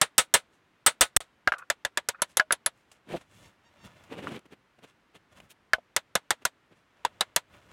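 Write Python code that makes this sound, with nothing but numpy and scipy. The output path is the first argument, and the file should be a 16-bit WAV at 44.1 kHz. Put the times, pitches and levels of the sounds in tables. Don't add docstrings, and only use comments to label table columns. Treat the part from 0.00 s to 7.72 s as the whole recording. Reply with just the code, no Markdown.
import sys
import numpy as np
from scipy import signal
from scipy.fft import rfft, irfft
from scipy.io import wavfile
from scipy.ndimage import uniform_filter1d

SR = 44100
rng = np.random.default_rng(int(sys.argv[2]) if len(sys.argv) > 2 else 0)


def wav_out(sig):
    wavfile.write(sys.argv[1], SR, np.round(np.clip(np.atleast_2d(sig).T, -1, 1) * 32767).astype(np.int16))


N = 340496
TIME = np.arange(N) / SR
AGE = TIME[:SR // 3]
MIDDLE = AGE[-1] / 2


def undb(db):
    return 10 ** (np.asarray(db) / 20)


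def noise(t):
    return rng.standard_normal(len(t))


def colour(x, points, treble_db=0, bass_db=0):
    f = np.fft.rfftfreq(len(x), 1 / SR) + 1
    hz, db = np.transpose(points)
    gain = undb(np.interp(np.log(f), np.log(hz), db))
    gain /= np.sqrt(np.mean(gain ** 2))
    treble_shelf_db = treble_db * f ** 2 / (f ** 2 + 4500 ** 2)
    bass_shelf_db = bass_db / (1 + (f / 800) ** 2)
    return irfft(rfft(x) * gain * undb(treble_shelf_db + bass_shelf_db), len(x))


def grains(t, spread_db):
    sizes_db = spread_db * np.repeat(noise(t), 12)[:len(t)]
    x = noise(t) * undb(sizes_db)
    return x / np.std(x)


def swell(width, t=AGE - MIDDLE):
    return np.exp(-np.abs(t / width) ** 1.6)


def fade(t60):
    return np.exp(-np.log(1000) * AGE / max(t60, 1e-3))


def onset(rise_s):
    return 1 - np.exp(-AGE / rise_s)


def ring(modes, scatter_db, detune):
    out = np.zeros(len(AGE))
    for hz, db, t60 in modes:
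        level_chance, pitch_chance, phase = rng.standard_normal(3)
        cycles = hz * (1 + detune * pitch_chance) * AGE + phase
        out += undb(db + scatter_db * level_chance) * fade(t60) * np.sin(2 * np.pi * cycles)
    return out


def excite(x, modes, t60, contact_s=0.00064):
    timed_modes = [(hz, db, share * t60) for hz, db, share in modes]
    response = ring(timed_modes, scatter_db=1.5, detune=0) * onset(contact_s)
    return signal.fftconvolve(x, response / np.linalg.norm(response))[:len(x)]


def add(track, s, x):
    i = max(int(s * SR), 0)
    track[i:i + len(x)] += x[:N - i]


# frequency in Hz, relative density in dB per Hz.
ROOM_SPECTRUM = [(25, -5), (60, 4.5), (150, 5.5), (300, 5.5), (600, 0), (1000, 1.5), (1700, 0.5),
                 (3000, -6), (4500, -13.5), (7000, -19.5), (11000, -25.5), (16000, -31)]


def room_air(level_db=-67.5):
    return undb(level_db) * colour(noise(TIME), ROOM_SPECTRUM)


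# frequency in Hz, relative density in dB per Hz.
CRINKLE_SPECTRUM = [(200, -8), (500, 3.5), (1000, 0), (3000, -3.5), (4500, -12.5), (7500, -13),
                    (11000, -20.5), (15500, -36.5)]
# frequency in Hz, relative density in dB per Hz.
PUSH_SPECTRUM = [(20, -33), (50, 0.5), (100, 3.5), (200, 0), (400, -16.5), (1500, -34.5)]
# nominal frequency in Hz, mean level in dB,
# share of the contact's t60.
KNUCKLE_MODES = [(447, -17.5, 0.43), (602, -16, 0.62), (957.6, -16, 1), (1347.4, -19.5, 1),
                 (1450.6, -17, 0.99), (1716, -12, 0.74), (2072, -15.5, 0.73), (2753, -16.5, 0.53),
                 (3450, -10.5, 0.51), (3537, -13, 0.58), (4050, -13, 0.26), (4426, -21, 0.34),
                 (4827, -21.5, .7), (7000, -18.5, 0.35), (11120, -17.5, 0.31)]
# peak time in seconds, swell and fade time in seconds,
# crinkle level in dB, crinkle treble in dB, push level in dB.
HAND_MOVES = [(0.55, 0.031, -79.5, 15, -80), (2.31, 0.022, -66, 15, -70), (2.791, 0.042, -76.5, 12, -67),
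              (2.939, .04, -69.5, 7, -74.5), (3.2, .03, -63.5, 4.5, -67), (3.38, 0.073, -65.5, 9.5, -59),
              (3.471, 0.041, -64.5, 4.5, -63), (3.855, 0.015, -59, 7, -50.5), (3.99, 0.29, -60.5, -7, -63),
              (4.889, .025, -66, 5.5, -74.5), (5.325, 0.014, -61, -2, -64.5),
              (5.378, 0.021, -57.5, 1.5, -56.5), (5.44, 0.027, -62, -1, -60), (6.781, .03, -69, 5, -74),
              (7.15, 0.19, -63, -12, -70), (7.544, 0.035, -57.5, -10, -58), (7.69, 0.12, -61.5, -3.5, -64)]


def handling(flutter_hz=35, flutter_db=2, steel_db=-13, steel_t60=0.099):
    knots = np.arange(0, TIME[-1], 1 / flutter_hz)
    spurts = np.interp(TIME, knots, rng.standard_normal(len(knots)))
    slips = undb(flutter_db * spurts) * grains(TIME, spread_db=5)
    crinkle = colour(slips, CRINKLE_SPECTRUM)
    high_pass = signal.butter(1, 4500, "high", fs=SR, output="sos")
    treble = signal.sosfiltfilt(high_pass, crinkle)
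    bump = colour(noise(TIME), PUSH_SPECTRUM)
    rustle, push = np.zeros(N), np.zeros(N)
    for s, width, db, treble_db, push_db in HAND_MOVES:
        motion = swell(width, TIME - s)
        rustle += undb(db) * motion * (crinkle + (undb(treble_db) - 1) * treble)
        push += undb(push_db) * motion * bump
    steel = undb(steel_db) * excite(rustle, KNUCKLE_MODES, steel_t60)
    return rustle + push + steel


def twist(start_s=4.13, count=6, gap_s=0.058, quickening=0.88):
    width_s, level_db, treble_db, brightening_db = 0.021, -37.5, -0.5, 0.55
    strokes, s = [], start_s
    for k in range(count):
        strokes.append((s, width_s, level_db, treble_db + brightening_db * k))
        s += gap_s * quickening ** k
    return strokes


# peak time in seconds, swell and fade time in seconds,
# level in dB, treble in dB.
GLOVE_STROKES = [(3.127, 0.031, -36, 2.5), (3.168, 0.012, -37, 6), (4.46, 0.0059, -51.5, 3),
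                 (4.528, 0.013, -45, 4), (4.791, 0.0073, -55, 3), (4.842, 0.012, -45, 7),
                 (5.16, 0.013, -47, 8.5), (5.512, 0.011, -49, 23), (6.426, 0.0096, -52, 5),
                 (6.725, 0.013, -56, -1)]
# frequency in Hz, relative density in dB per Hz.
RUB_SPECTRUM = [(40, -17), (130, 5.5), (250, 7.5), (400, 5), (650, -1.5), (1000, -6.5), (2000, -10),
                (2800, -9), (3700, -16), (5000, -26), (9000, -29), (15500, -42)]


def glove():
    out = np.zeros(N)
    for s, width, db, treble_db in list(GLOVE_STROKES) + twist():
        slips = swell(width) * grains(AGE, spread_db=3.5)
        stroke = colour(slips, RUB_SPECTRUM, treble_db, bass_db=-0.75 * treble_db)
        add(out, s - MIDDLE, undb(db) * stroke)
    return out


def judder(s=3.145, width=0.013, db=-22, slip_hz=172, jitter=0.1, pop_t60=0.018):
    slips = np.zeros(len(AGE))
    times = np.cumsum(1 + jitter * rng.standard_normal(80)) / slip_hz
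    slips[(times[times < AGE[-1]] * SR).astype(int)] = 1
    pop = np.zeros(len(AGE))
    for sign, hz in ((1, 300), (-1, 510), (1, 680)):
        pop += sign * np.sin(2 * np.pi * hz * AGE) * fade(pop_t60)
    out = np.zeros(N)
    add(out, s - MIDDLE, undb(db) * signal.fftconvolve(slips * swell(width), pop))
    return out


# start in seconds, level in dB, t60 in seconds,
# treble in dB.
FINGER_TICKS = [(1.583, -55.5, 0.061, 23), (2.916, -54, 0.07, 14.5), (3.212, -50, 0.059, 1),
                (4.038, -55, 0.049, 9.5), (4.392, -51.5, 0.013, 10), (5.402, -47, 0.02, 1)]


def ticks():
    out = np.zeros(N)
    for s, db, t60, treble_db in FINGER_TICKS:
        add(out, s, undb(db) * colour(noise(AGE), CRINKLE_SPECTRUM, treble_db) * fade(t60))
    return out


# peak time in seconds, swell and fade time in seconds,
# mean pitch in Hz, level in dB.
RUBBER_SQUEAKS = [(3.46, .03, 903, -63), (3.67, .025, 915, -65), (3.835, 0.037, 925, -61)]


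def squeaks(wobble=0.013, rolloff_db=-1.6, count=8):
    out = np.zeros(N)
    for s, width, hz, db in RUBBER_SQUEAKS:
        drift = uniform_filter1d(noise(AGE), size=300)
        pitch = hz * (1 + wobble * drift / np.std(drift))
        phase = 2 * np.pi * np.cumsum(pitch) / SR
        tone = sum(undb(rolloff_db * k) * np.sin((k + 1) * phase) for k in range(count))
        add(out, s - MIDDLE, undb(db) * swell(width) * tone / np.std(tone))
    return out


# start in seconds,
# level in dB.
OVERLOAD_THUMPS = [(1.009, -19), (1.164, -11.5), (1.4732, -29), (5.7335, -31.5)]
# frequency in Hz, level in dB, t60 in seconds.
THUMP_MODES = [(48, -2.5, 0.06), (132, 1, 0.03)]


def thumps():
    out = np.zeros(N)
    thump = sum(undb(db) * np.sin(2 * np.pi * hz * AGE) * fade(t60) for hz, db, t60 in THUMP_MODES)
    for s, db in OVERLOAD_THUMPS:
        add(out, s, undb(db) * thump)
    return out


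# peak of the first burst in seconds, end of the series
# in seconds, gap between bursts in seconds, level in dB.
CHATTER_RUNS = [(1.567, 1.641, 0.0295, -44.5), (2.149, 2.215, 0.045, -47.5)]
# frequency in Hz before the pitch ratio, level in dB,
# share of the contact's t60.
DULL_MODES = [(623.4, -25, 4.8), (813, -21, 1.2), (1110, -23, 0.61), (1390, -6, 1.28), (1462, -10.5, 2.48),
              (1650, 0.5, 1.3), (2098, -9.5, 1.2), (2980, -22, 2.1), (4460, -24.5, 0.46)]


def chatter(t60=0.01, pitch=0.84, burst_s=0.011):
    out = np.zeros(N)
    modes = [(hz * pitch, db, share) for hz, db, share in DULL_MODES]
    for start, end, gap, db in CHATTER_RUNS:
        for s in np.arange(start, end, gap):
            contacts = swell(burst_s) * grains(AGE, spread_db=8.0)
            add(out, s - MIDDLE, undb(db) * excite(contacts, modes, t60))
    return out


# start in seconds, strength in dB, t60 in seconds before the
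# mode's share, pitch ratio, time to the rebound in seconds.
DULL_KNOCKS = [(1.4746, -2, 0.015, 0.97, 0.0092), (1.521, -9, 0.0099, .97, 0.005),
               (1.5377, -18.5, 0.016, .93, 0.006), (2.3971, -1.5, 0.018, 1.001, 0.0097),
               (2.5076, -7.5, .013, 0.95, 0.0072), (4.271, -20.5, 0.01, 0.825, 0.005),
               (5.4023, -37.5, 0.0089, 1.7, 0.00198), (5.7334, 0.5, 0.017, 1.03, 0.0038),
               (5.7837, -37.5, 0.028, 0.41, 0.004)]
# frequency in Hz, relative density in dB per Hz.
KNOCK_HISS_SPECTRUM = [(40, -20.5), (200, -17), (700, 25.5), (1500, 15.5), (3000, 11), (6000, -4),
                       (11000, -10.5), (16000, -26.5)]


def knocks(hiss_db=-19, hiss_t60=0.055, contact_s=0.00051, bounce_db=-14):
    out = np.zeros(N)
    for s, db, t60, pitch, bounce_s in DULL_KNOCKS:
        body = np.zeros(len(AGE))
        for hz, mode_db, share in DULL_MODES:
            body += undb(mode_db) * np.sin(2 * np.pi * hz * pitch * AGE) * fade(share * t60)
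        hiss = undb(hiss_db) * colour(noise(AGE), KNOCK_HISS_SPECTRUM) * fade(hiss_t60)
        knock = undb(db) * (body + hiss) * onset(contact_s)
        add(out, s, knock)
        add(out, s + bounce_s, undb(bounce_db) * knock)
    return out


# frequency in Hz, relative density in dB per Hz.
TAIL_SPECTRUM = [(40, -11), (150, -8), (320, -11), (560, 5), (800, 0.5), (1400, 0.5), (2000, 1.5),
                 (2500, -2), (3700, 1), (5200, -10), (8000, -5.5), (10500, -14.5), (12500, -20.5),
                 (16000, -23.5)]


def garage(late_db=-44, treble_db=-14, t60=0.32):
    return undb(late_db) * colour(noise(AGE), TAIL_SPECTRUM, treble_db) * fade(t60)


# start in seconds, strength in dB, treble in dB, squareness from 0 glancing to
# 1 square, nominal clank of the struck spot in Hz, clank level in dB relative to the strength.
HAMMER_BLOWS = [(0.0140, -8, -8, 0.84, 1300, -15), (0.1801, -8, 4, 1, 1560, -10.5),
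                (0.3393, -5, -2, 0.92, 1260, -12.5), (0.8628, -6, -4, 1, 1268, -10.5),
                (1.009, -5.5, 1, 1, 515, -8), (1.164, -4.5, 0.5, 0.9, 1523, -15),
                (1.7007, -16.5, -12, .05, 1750, -1), (1.8495, -19, -16.5, 0.029, 1700, 1),
                (1.9731, -16.5, -15, .05, 1687, -2.5), (2.087, -20, -4.5, .1, 1463, 0.5),
                (2.219, -17.5, -6, 0.064, 10630, 2), (2.370, -19, -1, .12, 10710, 2),
                (2.5229, -18, -5, .03, 10520, 3.5), (2.661, -17, -10, .03, 10690, 5),
                (5.9635, -15, -8, 0.06, 606, -8), (6.1531, -12.5, -13, .05, 1618, -2),
                (6.3057, -13, -11, 0.17, 1580, -6.5), (6.4516, -16.5, -5.5, 0.062, 1475, -2),
                (7.0496, -19, -20.5, .05, 944, 4), (7.2081, -13.5, -15, 0.058, 3850, -1),
                (7.3614, -14, -5, 0.083, 614, -4.5)]
# nominal frequency in Hz, mean level in dB before the ring level,
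# t60 in seconds.
SQUARE_RING_MODES = [(1285, -10.5, .085), (1480, -19, .1), (2095, -11, .055), (3030, -8, .03),
                     (4289, -7, .03), (4689, -8.5, .03), (5595, -5, .035), (7490, -8, .04),
                     (8089, -1.5, .058), (8556, 2, .04), (9335, -10.5, .08), (9385, -14, .08),
                     (9740, -14, .04)]
# frequency in Hz, relative density in dB per Hz.
CRACK_SPECTRUM = [(40, -21.5), (330, -18.5), (600, -6), (1500, 0.5), (2500, -4.5), (4000, 0.5), (7000, 9.5),
                  (10500, 4.5), (13000, -1.5), (16000, -19)]
# ring in dB, crack in dB, knuckle in dB,
# bass of the tail in dB, treble of the tail in dB, t60 in seconds.
GLANCING_CONTACT = (-31.5, 9.5, 1.5, -1.5, -1, 0.06)
SQUARE_CONTACT = (0.5, 6, -1.5, -3, -2, 0.0842)


def hammer(crack_t60=0.021, clank_t60=0.034, clank_spread=0.046, tail_db=-1, build_s=0.0012,
           contact_s=0.00056, spot_scatter_db=2):
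    out = np.zeros(N)
    for s, db, treble_db, squareness, clank_hz, clank_db in HAMMER_BLOWS:
        square = np.clip(squareness, 0, 1)
        contact = square * np.array(SQUARE_CONTACT) + (1 - square) * np.array(GLANCING_CONTACT)
        ring_db, crack_db, knuckle_db, bass_db, tail_treble_db, t60 = contact
        crack = undb(crack_db) * colour(noise(AGE), CRACK_SPECTRUM, treble_db) * fade(crack_t60)
        knuckle = [(hz, mode_db, share * t60) for hz, mode_db, share in KNUCKLE_MODES]
        body = undb(knuckle_db) * ring(knuckle, spot_scatter_db, detune=0.012)
        bright = undb(ring_db) * ring(SQUARE_RING_MODES, spot_scatter_db, detune=0.0012)
        spot = [(clank_hz * (1 + k * clank_spread), clank_db - 5 * abs(k), clank_t60) for k in (-1, 0, 1)]
        clank = ring(spot, scatter_db=0.5, detune=0.0046)
        tail_noise = colour(noise(AGE), TAIL_SPECTRUM, treble_db + tail_treble_db, bass_db)
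        tail = undb(tail_db) * tail_noise * fade(t60)
        reflections = (tail + garage()) * onset(build_s)
        blow = crack + body + bright + clank + reflections
        add(out, s, undb(db) * blow * onset(contact_s))
    return out


def scene():
    hand = handling() + glove() + judder() + ticks() + squeaks()
    tool = thumps() + chatter() + knocks() + hammer()
    return (room_air() + hand + tool)[None]


# start in seconds, end in seconds.
SILENCE_S = (1.1708, 1.2045)


def record(dry, clip_level=0.28, low_cut_hz=35, top_hz=16000):
    live = (TIME < SILENCE_S[0]) | (TIME > SILENCE_S[1])
    x = np.clip(dry, -clip_level, clip_level) * live
    low_cut = signal.butter(1, low_cut_hz, "high", fs=SR, output="sos")
    top_cut = signal.ellip(8, 0.2, 70, top_hz, fs=SR, output="sos")
    return signal.sosfilt(top_cut, signal.sosfilt(low_cut, x))


dry = scene()
out = record(dry)
wav_out(out)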